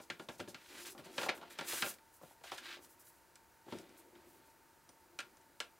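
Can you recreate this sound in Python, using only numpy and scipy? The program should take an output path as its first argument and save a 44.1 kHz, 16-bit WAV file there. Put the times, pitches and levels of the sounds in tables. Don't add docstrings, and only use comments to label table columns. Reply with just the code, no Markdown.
import sys
import numpy as np
from scipy import signal
from scipy.fft import rfft, irfft, next_fast_len
from scipy.io import wavfile

SR = 44100
rng = np.random.default_rng(int(sys.argv[2]) if len(sys.argv) > 2 else 0)


def gain_from_db(level_db):
    decades = np.asarray(level_db, float) / 20
    return 10 ** decades


def bounce(signal):
    frames = np.transpose(np.atleast_2d(signal))
    limited = np.clip(frames, -1, 1)
    pcm = np.round(limited * 32767).astype(np.int16)
    wavfile.write(sys.argv[1], SR, pcm)


N = 255484


def rms_one(x):
    return x / np.sqrt(np.mean(x ** 2) + 1e-20)


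def in_time(rows):
    s, level = np.transpose(rows)
    return np.interp(np.arange(N) / SR, s, level)


def at_hz(points, hz):
    point_hz, value = np.transpose(points)
    return np.interp(np.log(np.maximum(hz, 1)), np.log(point_hz), value)


def coloured(x, spectrum):
    size = next_fast_len(N)
    gain = gain_from_db(at_hz(spectrum, np.fft.rfftfreq(size, 1 / SR)))
    return rms_one(irfft(rfft(x, size) * gain, size)[..., :N])


def drift(rate_hz):
    r = np.exp(-2 * np.pi * rate_hz / SR)
    wander = signal.lfilter([1], [1, -2 * r, r * r], rng.standard_normal(N + SR))
    return rms_one(wander[SR:])


def resonance(x, hz, width_hz):
    r = np.exp(-np.pi * width_hz / SR)
    zeros = np.array([1, 0, -1]) * (1 - r * r) / 2
    poles = [1, -2 * r * np.cos(2 * np.pi * hz / SR), r * r]
    return signal.lfilter(zeros, poles, x)


def band(x, low_hz, high_hz):
    edges_hz = [low_hz, min(high_hz, .45 * SR)]
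    return signal.sosfilt(signal.butter(2, edges_hz, "band", fs=SR, output="sos"), x)


def background():
    # frequency in Hz, relative level in dB.
    quiet = [(15, -44), (25, -15), (82, -6), (120, -10), (270, -15.5), (335, -8), (427, -21.5), (624, -13),
             (840, -14.5), (911, -1), (1020, -14.5), (1440, -11), (3620, -25), (3920, -22), (16000, -23.5)]
    # frequency in Hz, correlation from 0 to 1.
    likeness = [(30, 0.6), (130, 0.59), (300, 0.63), (1400, 0.96), (3000, 1), (6500, 1), (12000, 0.99)]
    # centre in Hz, width in Hz, mean rms level in dB.
    hums = [(896, 6.7, -77), (343, 400, -76.5)]
    quiet_db = -67.5
    size = next_fast_len(N)
    alike = np.clip(at_hz(likeness, np.fft.rfftfreq(size, 1 / SR)), 0, 1)
    mid, side = rfft(rng.standard_normal((2, size)))
    both = np.sqrt(1 + alike) * mid
    opposed = np.sqrt(1 - alike) * side * [[1], [-1]]
    pair = irfft(both + opposed, size)[:, :N]
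    out = gain_from_db(quiet_db + 0.2 * drift(12)) * coloured(pair, quiet)
    for hz, width_hz, db in hums:
        hum = rms_one(resonance(rng.standard_normal(N), hz, width_hz))
        out = out + gain_from_db(db + 0.5 * drift(1.8)) * hum
    return out


def grains(per_s, spread_db, clump_db):
    sizes = gain_from_db(spread_db * np.minimum(rng.exponential(1, N), 5)) * rng.choice([-1, 1], N)
    slips = rng.random(N) < per_s / SR
    return sizes * slips * gain_from_db(clump_db * drift(57))


def sheet(x, through_db):
    # frequency in Hz, width in Hz, relative gain in dB.
    modes = [(545, 300, -6.5), (692, 9.9, 3), (791, 18, -10), (1417, 43.5, 12.5), (1619, 99, 1.5),
             (1646, 45, 12.5), (2350, 95, -7.5), (2673, 18, 3.5), (3530, 220, -27)]
    out = gain_from_db(through_db) * x
    for k, (hz, width_hz, db) in enumerate(modes):
        out = out + (-1) ** k * gain_from_db(db) * resonance(x, hz, width_hz)
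    return out


def strokes(start, swell, hold, peak_db):
    swell_db, sag_db_per_s, release_db_per_s = 20.5, 20.5, 611
    t = np.arange(0, N + 32, 32) / SR - start[:, None]
    swell, hold = np.maximum(swell, .001)[:, None], np.maximum(hold, 0)[:, None]
    rising_db = swell_db * np.minimum(t / swell - 1, 0)
    sagging_db = sag_db_per_s * np.clip(t - swell, 0, hold)
    release_db = release_db_per_s * np.maximum(t - swell - hold, 0)
    level_db = peak_db[:, None] + rising_db - sagging_db - release_db
    return gain_from_db(np.maximum(level_db, -140)) ** 2


def every_sample(x):
    return np.interp(np.arange(N) / 32, np.arange(len(x)), x)


def hiss(centre_hz):
    spread_oct = 1.25
    slips = rms_one(grains(22000, spread_db=3.5, clump_db=0.4))
    edges_hz = 2000 * 2 ** np.arange(0, 3.1, 1 / 3)
    power, out = 0, 0
    for low, high in zip(edges_hz, edges_hz[1:]):
        octaves_off = np.log2(np.sqrt(low * high) / centre_hz)
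        weight = np.exp(-(octaves_off / spread_oct) ** 2)
        out = weight * band(slips, low, high) - out
        power = power + weight ** 2 * (high - low) / (SR / 2)
    return out / np.sqrt(power)


def rubbing():
    # start in seconds, swell in seconds, hold in seconds,
    # hiss level in dB, centre of the hiss in Hz.
    slide_rows = [(0.0, 0.017, 0.023, -65, 6300), (0.11, 0.011, .02, -74, 6200),
                  (0.186, 0.0093, 0.052, -70, 6260), (0.283, .01, 0.064, -67.5, 6000),
                  (0.375, 0.0092, 0.028, -64.5, 6500), (0.475, 0.01, 0.019, -59, 5840),
                  (0.58, 0.23, .03, -57.5, 6400), (0.848, 0.0096, 0.025, -54.5, 6800),
                  (0.889, 0.011, 0.025, -58, 8050), (0.975, .005, .02, -68.5, 8900),
                  (1.039, 0.0063, 0.012, -64.5, 6200), (1.088, 0.12, 0.055, -53.5, 6300),
                  (1.344, 0.0055, 0.031, -64.5, 10000), (1.497, .005, 0.034, -63, 7860),
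                  (1.574, 0.0076, 0.016, -65, 6500), (1.637, 0.053, .13, -45.5, 7940),
                  (1.8, 0.057, 0.048, -47.5, 9550), (1.932, .005, 0.0083, -64.5, 8800),
                  (2.11, .03, .03, -68, 10900), (2.203, 0.023, 0.11, -70.5, 10100),
                  (2.433, 0.0043, 0.059, -64, 6360), (2.511, .005, 0.037, -60, 6100),
                  (2.569, 0.0074, 0.0089, -57, 5650), (2.605, 0.038, .11, -65.5, 6100),
                  (2.8, .03, 0.024, -64.5, 9000), (2.865, 0.035, .03, -68, 11100),
                  (2.985, 0.013, 0.019, -64.5, 10900), (3.033, 0.021, 0.046, -65, 13100),
                  (3.12, .01, 0.054, -76.5, 10100), (3.668, .04, 0.11, -70, 6500),
                  (3.96, 0.016, 0.025, -66, 10900), (4.242, 0.032, 0.11, -73.5, 12200),
                  (4.425, 0.033, .06, -77, 9600)]
    # start in seconds, swell in seconds, hold in seconds,
    # rustle level in dB.
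    rustle_rows = [(0.55, 0.048, 0.11, -64.5), (0.664, 0.12, 0.033, -52), (0.846, .005, 0.036, -53),
                   (0.973, 0.0088, 0.028, -66.5), (1.023, 0.023, 0.14, -60.5), (1.168, 0.011, 0.086, -50.5),
                   (1.292, .01, 0.054, -73), (1.405, 0.0082, 0.076, -63.5), (1.496, .005, 0.073, -62),
                   (1.57, 0.0079, 0.073, -59), (1.611, 0.089, 0.11, -45), (1.826, .01, 0.074, -53.5),
                   (2.202, 0.033, .08, -71), (2.44, 0.004, .16, -56.5), (2.599, 0.062, 0.093, -49.5),
                   (2.8, .01, 0.4, -79), (3.642, .07, 0.087, -61.5), (3.803, .01, 0.21, -69.5),
                   (4.105, 0.056, .35, -75)]
    # time in seconds, level in dB.
    thrum_rows = [(0.0, -75), (0.35, -67), (0.55, -93), (0.76, -56.5), (0.93, -65.5), (1.27, -53),
                  (1.45, -70.5), (1.79, -55), (1.93, -79), (2.01, -84), (2.3, -86), (2.64, -65.5),
                  (2.8, -68), (2.97, -74.5), (3.27, -82.5), (3.56, -84), (3.69, -69), (3.84, -62),
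                  (3.98, -67), (4.24, -67.5), (4.5, -74.5), (4.76, -80.5), (5.22, -70), (5.79, -80.5)]
    # frequency in Hz, relative gain in dB.
    rustle_colour = [(500, -21), (1000, -7.5), (1600, -2), (2600, -3.5), (4000, -5), (5500, -14),
                     (9000, -30), (15000, -30)]
    thrum_colour = [(50, -44), (110, -20.5), (230, -6.5), (300, -1), (345, 4.5), (400, -5), (700, -10),
                    (1300, -19.5), (3000, -38)]
    *slide_shape, slide_hz = np.transpose(slide_rows)
    slides = strokes(*slide_shape)
    centre_hz = every_sample(slide_hz @ slides / slides.sum(0))
    hiss_level = every_sample(np.sqrt(slides.sum(0)))
    rustle_level = every_sample(np.sqrt(strokes(*np.transpose(rustle_rows)).sum(0)))
    thrum_level = gain_from_db(in_time(thrum_rows))
    rustle_slips = grains(4000, spread_db=2.5, clump_db=2.0)
    rustle = coloured(sheet(rustle_slips, through_db=6.5), rustle_colour)
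    thrum = coloured(grains(1500, spread_db=2.5, clump_db=2.5), thrum_colour)
    return hiss_level * hiss(centre_hz) + thrum_level * thrum + rustle_level * rustle


def taps():
    # start in seconds, peak of the snap
    # in dB, then thud, knock and crack in dB relative to the snap.
    tap_rows = [(0.0, -45.5, -6.5, -4.5, -9), (0.1004, -27, -19, -21, -8), (0.196, -39.5, -5.5, -6.5, -20),
                (0.2866, -35.5, -10, -5, -33), (0.3945, -42, -7, -4, -12), (0.4003, -33.5, -9, -12.5, -12),
                (0.476, -46, 0.5, -2.5, -13), (0.531, -63.5, 5, 1, -10), (0.545, -34.5, -20, -23.5, -22),
                (0.949, -58.5, 4, 10.5, -3), (0.9781, -44, -17, -27, -15), (0.991, -48, -2, -4, -15),
                (1.058, -56, 4, 4, -5), (1.18, -26.5, -16, -6.5, -22), (1.214, -29.5, -22, -5.5, -15),
                (1.2307, -29, -21, -6, -20), (1.2618, -41.5, -13, 8, -12), (1.2865, -28.5, -17, -6, -33),
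                (1.2905, -19, -30, -15, -26), (1.376, -47, -10, -1, -15), (1.414, -44.5, -9, -1, -31),
                (1.428, -46.5, -7, 1.5, -27), (1.506, -46, -29, -27, 0), (1.5873, -30.5, -19.5, -11.5, -20),
                (1.6099, -32.5, -15.5, -7.5, 2), (1.7316, -37.5, -14.5, -2, -1),
                (1.8228, -18, -24.5, -23, -18), (1.8425, -34.5, -12.5, -4.5, -13),
                (1.8614, -32, -19, -9, -10), (1.9396, -53, -12, -22, 15), (1.985, -53.5, -13, -14, 4),
                (2.213, -67.5, 7, 17, -7), (2.232, -65.5, 10, 15.5, -7), (2.3094, -63, -8, 8, -6),
                (2.411, -60, -8, 3.5, -1), (2.4383, -44, -41, -3.5, 3), (2.5176, -34, -24, -1.5, -19),
                (2.5798, -36, -39, -35, -10), (2.7698, -45, -29, -11, -20), (2.8463, -57.5, -9, -23, 18),
                (3.069, -61, -18, -17, 18), (3.356, -52.5, -36, -25, 19), (3.664, -64, 9, 6, -5),
                (3.681, -56, 5, 6, 1), (3.723, -40.5, 2, 0.5, -12), (3.743, -51.5, 10, -13, -14),
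                (3.7854, -45.5, -22, -31, 12.5), (3.813, -59, -20, -20, 10), (3.893, -62.5, -20, -23, 21.5),
                (4.153, -54, -14, -24, -7), (4.8912, -54, -8, -8, 16), (5.1891, -28, -30.5, -23.5, 5),
                (5.2027, -36, -50, -20.5, 5), (5.3702, -59, -13, 1, 16), (5.413, -68, -10, -8, 19),
                (5.6024, -25.5, -33.5, -16, 5)]
    # low edge in Hz, high edge in Hz,
    # decay time relative to the contact.
    part_rows = [(129.4, 530, 2.8), (372, 1290, 2.02), (1100, 3890, 1.15), (3960, 9300, 0.8)]
    contact_ms = 4.26
    shorter_per_db = 0.0662
    t = np.arange(SR // 8) / SR
    s, snap_db, thud_db, knock_db, crack_db = np.transpose(tap_rows)
    starts = np.round(s * SR).astype(int)
    contact_s = contact_ms / 1000 * gain_from_db(-shorter_per_db * crack_db)[:, None]
    noise = rng.standard_normal((len(tap_rows), 4, len(t)))
    parts = np.zeros((4, N + len(t)))
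    for k, (low_hz, high_hz, linger) in enumerate(part_rows):
        lasts = linger * contact_s
        onset = 1 - np.exp(-t / (0.015 * lasts))
        dying = np.exp(-t / lasts) + 0.12 * np.exp(-t / (6.8 * lasts))
        bursts = band(onset * dying * noise[:, k], low_hz, high_hz)
        peaks = gain_from_db(snap_db + [thud_db, knock_db, 0, crack_db][k]) / np.abs(bursts).max(axis=1)
        for start, peak, burst in zip(starts, peaks, bursts):
            parts[k, start:start + len(t)] += peak * burst
    thud, knock, snap, crack = parts[:, :N]
    ringing_knock = gain_from_db(5) * sheet(band(knock, 360, 1010), through_db=-3)
    ringing_snap = gain_from_db(-2.0) * sheet(snap, through_db=0)
    return gain_from_db(4) * band(thud, 70.5, 525) + ringing_knock + ringing_snap + gain_from_db(-12.0) * crack


def tinkle():
    # frequency in Hz, relative level in dB, 60 dB decay time in seconds.
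    metal = [(5920, 2, .08), (9600, 3, .08), (10350, -6, .04)]
    start_s, level_db = 4.891, -65
    t = np.maximum(np.arange(N) / SR - start_s, 0)
    return sum(gain_from_db(level_db + db - 60 * t / t60) * np.sin(2 * np.pi * hz * t) for hz, db, t60 in metal)


def room(x):
    t60_s, wall_cut_hz = 0.16, 5700
    t = np.arange(SR // 2) / SR
    noise = rng.standard_normal((2, len(t))) * (t > .003)
    dull = signal.sosfilt(signal.butter(1, wall_cut_hz, fs=SR, output="sos"), noise)
    echoes = dull * gain_from_db(-60 * t / t60_s) + (noise - dull) * gain_from_db(-120 * t / t60_s)
    echoes = echoes / np.sqrt(np.sum(echoes ** 2, axis=1, keepdims=True))
    return signal.fftconvolve(x[None], echoes)[:, :N]


def scene():
    room_db, apart_db = -10.5, -20.0
    table = rubbing() + taps() + tinkle()
    shared, apart = room(table)
    echoes = gain_from_db(room_db) * shared + gain_from_db(apart_db) * apart * [[1], [-1]]
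    return table + echoes + background()


def band_limit(x):
    return signal.sosfilt(signal.butter(12, 16490, fs=SR, output="sos"), x)


def record(dry):
    mid = dry.mean(0)
    bass = signal.sosfiltfilt(signal.butter(1, 280, fs=SR, output="sos"), mid)
    treble = np.roll(band(mid, 4800, 10000), 3)
    lean = gain_from_db(-12) * bass + gain_from_db(-17) * treble
    top_cut = signal.ellip(10, .3, 50, 15780, fs=SR, output="sos")
    mix = signal.sosfilt(top_cut, dry + lean * [[1], [-1]])
    return band_limit(mix)


dry = scene()
out = record(dry)
bounce(out)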